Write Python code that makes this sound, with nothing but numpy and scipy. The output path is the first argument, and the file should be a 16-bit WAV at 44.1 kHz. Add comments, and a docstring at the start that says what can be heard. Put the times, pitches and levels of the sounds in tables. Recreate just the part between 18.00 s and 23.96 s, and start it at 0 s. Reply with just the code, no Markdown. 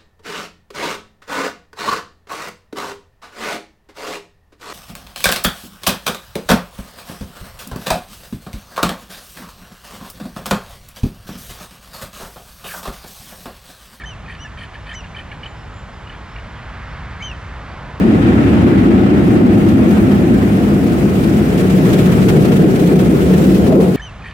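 """Inside a car rolling slowly under the dryers of a car wash.
Turbulent air jets drum on the windscreen, then on the roof, and set the cabin booming and droning.
Blown water sizzles and slaps on the glass in growing gusts; the fans rush and whine outside.
Near the end one hard gust hoots briefly, one note falling and a lower one rising.
A limiter holds the roar just under full scale."""
import sys
import numpy as np
from scipy import signal
from scipy.fft import rfft, irfft, next_fast_len
from scipy.io import wavfile
from scipy.ndimage import uniform_filter1d, minimum_filter1d, map_coordinates

SR = 44100
rng = np.random.default_rng(int(sys.argv[2]) if len(sys.argv) > 2 else 0)


def store_wav(level_fs):
    """Save 16-bit WAV to argv[1]."""
    pcm = np.round(np.clip(np.atleast_2d(level_fs), -1, 1) * 32767)
    wavfile.write(sys.argv[1], SR, pcm.T.astype(np.int16))


N = 262836
SIDES = np.array([[.5], [-.5]])  # left and right each take half of a level difference
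GUST_S, GUST_DIP_S = 5.778, 0.028  # peak of the hard gust; width of its dip in roof and drone


def windscreen_drumming():
    """The jets surge on the windscreen in quick buffets, then slide off it."""
    # Each row: time in seconds, level in dB.
    surge = [(0, -12.5), (.45, -10), (1.2, -10), (1.65, -9), (1.9, -10.5), (2.3, -12), (2.55, -16),
             (3.0, -15.5), (3.4, -18.5), (4.5, -25.5)]
    # Windscreen modes. Each row: centre in Hz, half-width in Hz, relative level in dB.
    modes = [(210.3, 55, -1), (270.5, 45, -2.5), (333.4, 44, -2.5), (471, 123, -19), (614, 22, -19.5),
             (737, 107, -23.5)]
    level_db, = curves(surge)
    buffet_db = wobble(14)
    return amp(level_db + buffet_db) * shaken(modes)


def roof_drumming():
    """The jets climb onto the roof and shake it; over its middle they find its deepest modes."""
    # Each row: time in seconds, level in dB.
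    climb = [(0, -21.5), (1.5, -23), (2.6, -18.5), (3.4, -18), (3.8, -13), (4.5, -10.5), (4.9, -11),
             (5.15, -12.5), (5.4, -10.5), (5.8, -11), (5.96, -14.5)]
    # Modes of the roof, then of its middle. Each row: centre in Hz, half-width in Hz, relative dB.
    modes = [(121, 20, -13), (157, 16.8, 0.5), (190, 21, 0), (241, 120, -6), (366, 79, -6),
             (464, 98, -12.5), (620, 38, -18), (728, 64, -21.5)]
    middle_modes = [(123.7, 17, -5.5), (156.4, 9.7, 1)]
    level_db, = curves(climb)
    dip_db = 1.5 * swell(GUST_S, GUST_DIP_S)
    panel = amp(level_db - dip_db + 0.73 * wobble(16)) * shaken(modes)
    middle = amp(-15) * swell(at_s=4.25, width_s=0.38) * shaken(middle_modes)
    return panel + middle


def cabin_boom():
    """Pressure pulses in the cabin over a broad rumble; behind mid-roof the jets wake one deep mode."""
    # Each row: time in seconds, boom level in dB.
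    pressure = [(0, -25.5), (.35, -16.5), (1.25, -21), (1.85, -18.5), (2.6, -23.5), (3.5, -24),
                (4.3, -21.5), (4.8, -39), (5.96, -36)]
    # Cabin air modes, then the late deep one. Each row: centre in Hz, half-width in Hz, relative dB.
    modes = [(55, 5.8, -6.5), (75.4, 9.9, -2), (108, 21, 1)]
    rear_mode = [(74.7, 10, 0)]
    # Rumble spectrum. Each row: frequency in Hz, relative level in dB.
    rumble_colour = [(15, -42), (34, -30), (52, -2.5), (90, -4.5), (150, 3.5), (300, -0.5), (500, -10),
                     (800, -17), (1000, -39), (3000, -90)]
    boom_db, = curves(pressure)
    boom = amp(boom_db) * shaken(modes)
    rumble = amp(-20) * turbulence(lambda hz: amp(along(rumble_colour, hz)))
    rear = amp(-21.5) * swell(at_s=5.33, width_s=0.3) * shaken(rear_mode)
    return boom + rumble + rear


def cabin_drone():
    """A jet passing along the roof sets the cabin air humming unsteadily, lower as it goes."""
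    # Each row: time in seconds, pitch in Hz, level in dB.
    hum = [(0, 207.4, -33), (1.25, 210, -28), (1.42, 207, -15), (1.54, 210, -26), (1.7, 207.6, -15.5),
           (2.05, 205, -17), (2.4, 204, -21.5), (2.58, 203, -13.5), (2.8, 200, -24), (3.2, 200, -18.5),
           (3.45, 194, -22.5), (3.8, 181.7, -15.5), (4.45, 186, -14), (5.1, 187, -19.5), (5.96, 185, -17.5)]
    pitch_hz, level_db = curves(hum)
    tone = sine(pitch_hz * (1 + .045 * wobble(55)))
    roughness = amp(2.5 * wobble(21.99))
    dip_db = 7 * swell(GUST_S, GUST_DIP_S)
    return amp(level_db - dip_db) * unit(tone * roughness)


def hard_gust():
    """One jet hits squarely for a moment: a swell of roar, one hoot falling and a lower one rising."""
    # One list for each hoot. Each row: time in seconds, pitch in Hz, level in dB.
    glides = [
        [(5.722, 610, -11), (5.734, 625, -10.5), (5.746, 590, -20), (5.775, 490, -15), (5.802, 443, -8),
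         (5.816, 420, -11)],
        [(5.682, 235, -10), (5.72, 271, -13), (5.755, 296, -11), (5.772, 330, -2), (5.788, 375, -9)],
    ]
    # Bands of the roar. Each row: centre in Hz, half-width in Hz, relative level in dB.
    roar_bands = [(470, 330, 5), (800, 447, -10)]
    edge_s = 0.008
    hoots = np.zeros(N)
    for glide in glides:
        pitch_hz, level_db = curves(glide)
        tone = sine(pitch_hz * (1 + 0.06 * wobble(250)))
        gate = smooth_step(glide[0][0], edge_s) - smooth_step(glide[-1][0], edge_s)
        hoots += amp(level_db + 2 * wobble(120)) * gate * tone
    roar = amp(-17.5) * swell(GUST_S, width_s=0.074) * shaken(roar_bands)
    return hoots + roar


def fan_rush(flap_db):
    """Air from the fans streams past the car, dulled by the closed windows."""
    # Each row: time in seconds, level in dB.
    airflow = [(0, -28), (.3, -25.5), (.8, -25.7), (1.3, -28.5), (2.0, -28), (2.7, -30.5), (3.4, -30),
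               (4.05, -27.5), (4.25, -28), (4.7, -29.5), (5.5, -29.5), (5.96, -35.5)]
    # Rush spectrum. Each row: frequency in Hz, relative level in dB.
    colour = [(300, -3), (650, -0.5), (840, 6.5), (960, 1), (1300, 2.5), (1600, 0.5), (1900, -.5),
              (2450, -4), (3300, -10.5), (4000, -15.5), (4900, -21.5), (6000, -23.5), (9000, -28),
              (15000, -44)]
    level_db, = curves(airflow)
    rush = eddies(turbulence(lambda hz: amp(along(colour, hz))), patchy_db=0.75)
    rush = from_the_right(cabin_echoes(rush, echo_db=-16.5, spread_s=0.015, count=10))
    return amp(level_db + 0.58 * flap_db + 0.83 * wobble(70)) * rush


def spray_sizzle(flap_db):
    """Countless drops of uneven size are blown over the glass in a fluttering sizzle."""
    # Each row: time in seconds, level in dB.
    spray = [(0, -50.5), (.6, -47.5), (1.13, -50), (1.29, -42.5), (1.42, -45.5), (1.62, -41.5),
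             (1.82, -43.5), (1.95, -39.5), (2.25, -41.5), (3.2, -38), (3.6, -37), (3.95, -35.3), (4.5, -36),
             (4.95, -37), (5.15, -36.4), (5.27, -34), (5.62, -36), (5.96, -39)]
    # Sizzle spectrum. Each row: frequency in Hz, relative level in dB.
    colour = [(600, -20), (1500, -2), (3000, 6.5), (4800, 2), (6200, 1), (8400, 1), (9900, -1.5),
              (12500, 0), (15500, -2)]
    # The treble leans left. Each row: frequency in Hz, left minus right in dB.
    lean = [(5000, 1), (8000, 0.5), (9500, 5), (10800, 3.5), (12000, 1), (15000, 1)]
    level_db, = curves(spray)
    drops = from_the_right(rng.standard_normal((2, N))) * amp(0.77 * wobble(1700))
    sizzle = filtered(drops, lambda hz: amp(along(colour, hz) + SIDES * along(lean, hz)))
    sizzle = eddies(sizzle, patchy_db=1.5)
    flutter_db = flap_db + wobble(70) + 0.5 * wobble(12)
    return amp(level_db + flutter_db) * sizzle


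def water_slaps():
    """Sheets of water land, spread and blow away, each with a bright slap and a thud of the glass."""
    # Each row: start in seconds, relative level in dB, thud against the slap in dB.
    landings = [(1.6814, -26.5, -8), (1.9024, -25, -6), (2.1094, -27, -8), (2.412, -33, 9),
                (2.8594, -28, -8), (3.1494, -27, -8), (3.232, -27, -12), (3.3594, -27, -8),
                (3.5194, -28, -7), (3.572, -22, -6), (3.594, -23, -7), (3.6944, -23, -5), (3.7694, -24, -6),
                (3.845, -20, 2), (3.8844, -24, -2), (3.927, -16.5, -11), (3.983, -20, -5),
                (4.055, -19.5, -2), (4.116, -20, 1), (4.213, -22, -5), (4.282, -13.3, -3.5),
                (4.36, -25.5, -4), (4.4444, -21.5, -2), (4.515, -20, 1), (4.5594, -22, -6),
                (4.752, -23.5, -6), (4.7894, -22.5, -6), (4.8594, -23.5, -4), (4.9856, -20.5, -6),
                (5.2044, -26, -5), (5.3318, -22, -5), (5.3744, -23.5, -5), (5.436, -21.5, -6),
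                (5.4844, -25, -6), (5.5394, -21, -13), (5.661, -23, -3), (5.7204, -25.5, 2),
                (5.799, -25.5, 0), (5.94, -24.5, -7)]
    # Slap spectrum. Each row: frequency in Hz, relative level in dB.
    colour = [(300, -32), (900, -4), (1700, 3.5), (2900, 4.5), (4500, -3), (8000, -7.5), (15500, -10)]
    # Glass modes. Each row: centre in Hz, half-width in Hz, relative level in dB.
    glass_modes = [(1060, 300, 4), (2000, 400, -3)]
    trim_db, attack_s, hold_s, release_s = -9, .006, 0.0062, 0.019
    corners_s = np.cumsum([0, attack_s, hold_s, release_s])
    slap = turbulence(lambda hz: amp(along(colour, hz)))
    thud = shaken(glass_modes)
    sheets = np.zeros((2, N))
    for start_s, level_db, thud_db in landings:
        envelope = np.interp(np.arange(N) / SR - start_s, corners_s, [0, 1, 1, 0])
        sheets += amp(level_db + trim_db) * envelope * (slap + amp(thud_db) * thud)
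    return sheets


def fan_whine():
    """The fan blades sing in narrow bands of noise, each swaying in level."""
    # Each row: centre in Hz, half-width in Hz, level in dB, lean to the left in dB.
    blade_tones = [(701.5, 5, -42, 3), (1022, 32, -50, 3), (1265, 35, -50.5, 1), (1402, 9, -52.5, 7),
                   (1530, 25, -53, -3), (1920, 36, -52, -4), (2530, 26, -53, 3), (2810, 22, -60.5, 12),
                   (4870, 200, -58, -2)]
    return sum(amp(level_db + SIDES * lean_db + 2 * wobble(3.99)) * shaken([(centre, width, 0)])
               for centre, width, level_db, lean_db in blade_tones)


def jet_flapping():
    """Level swing of the hiss in dB: the jets flap unevenly, deeper once they are on the roof."""
    flap_hz, screen_db, roof_db = 14, 0.35, 0.9
    flap = sine(flap_hz * (1 + 0.35 * wobble(20)))
    depth_db = screen_db + (roof_db - screen_db) * smooth_step(at_s=3.5, takes_s=3.44)
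    # the hiss falters just before the hard gust, then sinks at its height
    falter_db = 5 * swell(at_s=5.708, width_s=0.0082)
    dip_db = 6.5 * swell(GUST_S, width_s=0.015)
    return depth_db * flap - falter_db - dip_db


def turbulence(colour):
    """Coloured stereo noise of rms 1; long waves reach both microphones alike."""
    # Each row: frequency in Hz, left-right correlation from -1 to 1.
    likeness = [(45, .98), (85, 0.86), (140, 0.94), (340, 0.85), (500, 0.74), (620, 0.67), (780, -0.16),
                (1100, -0.2), (1800, -0.11), (2700, -0.011), (15000, 0.024)]

    def response(hz):
        spread = np.arccos(np.clip(along(likeness, hz), -1, 1)) / 2
        return colour(hz) * np.array([np.cos(spread), np.sin(spread)])
    mid, side = filtered(rng.standard_normal((2, N)), response)
    return unit(np.array([mid + side, mid - side]))


def shaken(modes):
    """Steep-sided resonances ringing under turbulent pressure, at rms 1."""
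    def response(hz):
        powers = (amp(db) ** 2 / (1 + ((hz - centre) / width) ** 2) ** 3 for centre, width, db in modes)
        return np.sqrt(sum(powers))
    return turbulence(response)


def eddies(x, patchy_db):
    """Passing eddies lift and sink patches of the spectrum."""
    spectra = signal.stft(x, nperseg=512)[2]
    patches = rng.standard_normal(spectra.shape[1:])
    patches = uniform_filter1d(patches, size=6, axis=0)  # smooth across frequency
    patches = uniform_filter1d(patches, size=9, axis=1)  # and across time
    stirred = signal.istft(spectra * amp(patchy_db * unit(patches)), nperseg=512)[1]
    return unit(stirred[:, :N])


def cabin_echoes(x, echo_db, spread_s, count):
    """Windows and trim return a handful of close copies, different at each microphone."""
    taps = np.zeros((2, int(spread_s * SR) + 2))
    for ear in taps:
        delay, strength = rng.random((count, 2)).T
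        ear[1 + (delay * (len(ear) - 2)).astype(int)] = amp(echo_db) * (2 * strength - 1)
    taps[:, 0] = 1
    return unit(signal.fftconvolve(x, taps, axes=1)[:, :N])


def from_the_right(x, share_db=-19.5, lag_s=.00037):
    """Part of the sound comes straight from the right and reaches the left microphone late."""
    late = filtered(x[1], lambda hz: np.exp(-2j * np.pi * hz * lag_s))
    return np.array([unit(x[0] + amp(share_db) * late), unit(x[1])])


def amp(db):
    """Decibels to gain."""
    return 10 ** (np.asarray(db) / 20)


def unit(x):
    """Scale to rms 1."""
    return x / np.sqrt(np.mean(x ** 2) + 1e-20)


def sine(hz):
    """A sine that follows a moving frequency."""
    return np.sin(2 * np.pi * np.cumsum(hz) / SR)


def along(points, hz):
    """Read (Hz, value) points on a log frequency axis."""
    points_hz, values = np.transpose(points)
    return np.interp(np.log(hz + 1), np.log(points_hz + 1), values)


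def curves(rows):
    """One value per sample for each column after the time."""
    times_s, *columns = np.transpose(rows)
    return [np.interp(np.arange(N) / SR, times_s, column) for column in columns]


def wobble(rate_hz):
    """A smooth random curve swinging about 1 either way, with rate_hz knots a second."""
    knots = rng.standard_normal(int(N * rate_hz / SR) + 4)
    return map_coordinates(knots, [np.arange(N) * rate_hz / SR])


def swell(at_s, width_s):
    """A bell-shaped rise and fall; width_s is its standard deviation."""
    return np.exp(-.5 * ((np.arange(N) / SR - at_s) / width_s) ** 2)


def smooth_step(at_s, takes_s):
    """A fade from 0 to 1, centred on at_s."""
    return .5 + .5 * np.sin(np.pi * np.clip((np.arange(N) / SR - at_s) / takes_s, -.5, .5))


def filtered(x, response):
    """Shape the spectrum of x by a function of frequency in Hz."""
    size = next_fast_len(N + SR // 4)
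    return irfft(rfft(x, size) * response(np.fft.rfftfreq(size, 1 / SR)), size)[..., :N]


def limiter(x, ceiling, hold_s):
    """Turn both channels down around every peak that would pass the ceiling."""
    size = int(hold_s * SR)
    gain = np.minimum(1, ceiling / (np.abs(x).max(axis=0) + 1e-9))
    return x * uniform_filter1d(minimum_filter1d(gain, size), size)


def scene():
    """Air and water as they arrive at the dashboard, a little stronger on the left."""
    flap_db = jet_flapping()  # rush and spray pulse together
    car = windscreen_drumming() + roof_drumming() + cabin_boom() + cabin_drone()
    air = hard_gust() + fan_rush(flap_db) + fan_whine()
    water = spray_sizzle(flap_db) + water_slaps()
    return (car + air) * amp(0.83 * SIDES) + water


def record(dry):
    """The phone limits the roar, thins the deepest bass and cuts the highest treble."""
    low_hz, top_hz = 37, 15900
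    held = limiter(dry * amp(1.05), ceiling=0.95, hold_s=0.0075)
    return filtered(held, lambda hz: (1 - np.exp(-(hz / low_hz) ** 4)) * (hz < top_hz))


dry = scene()
out = record(dry)
store_wav(out)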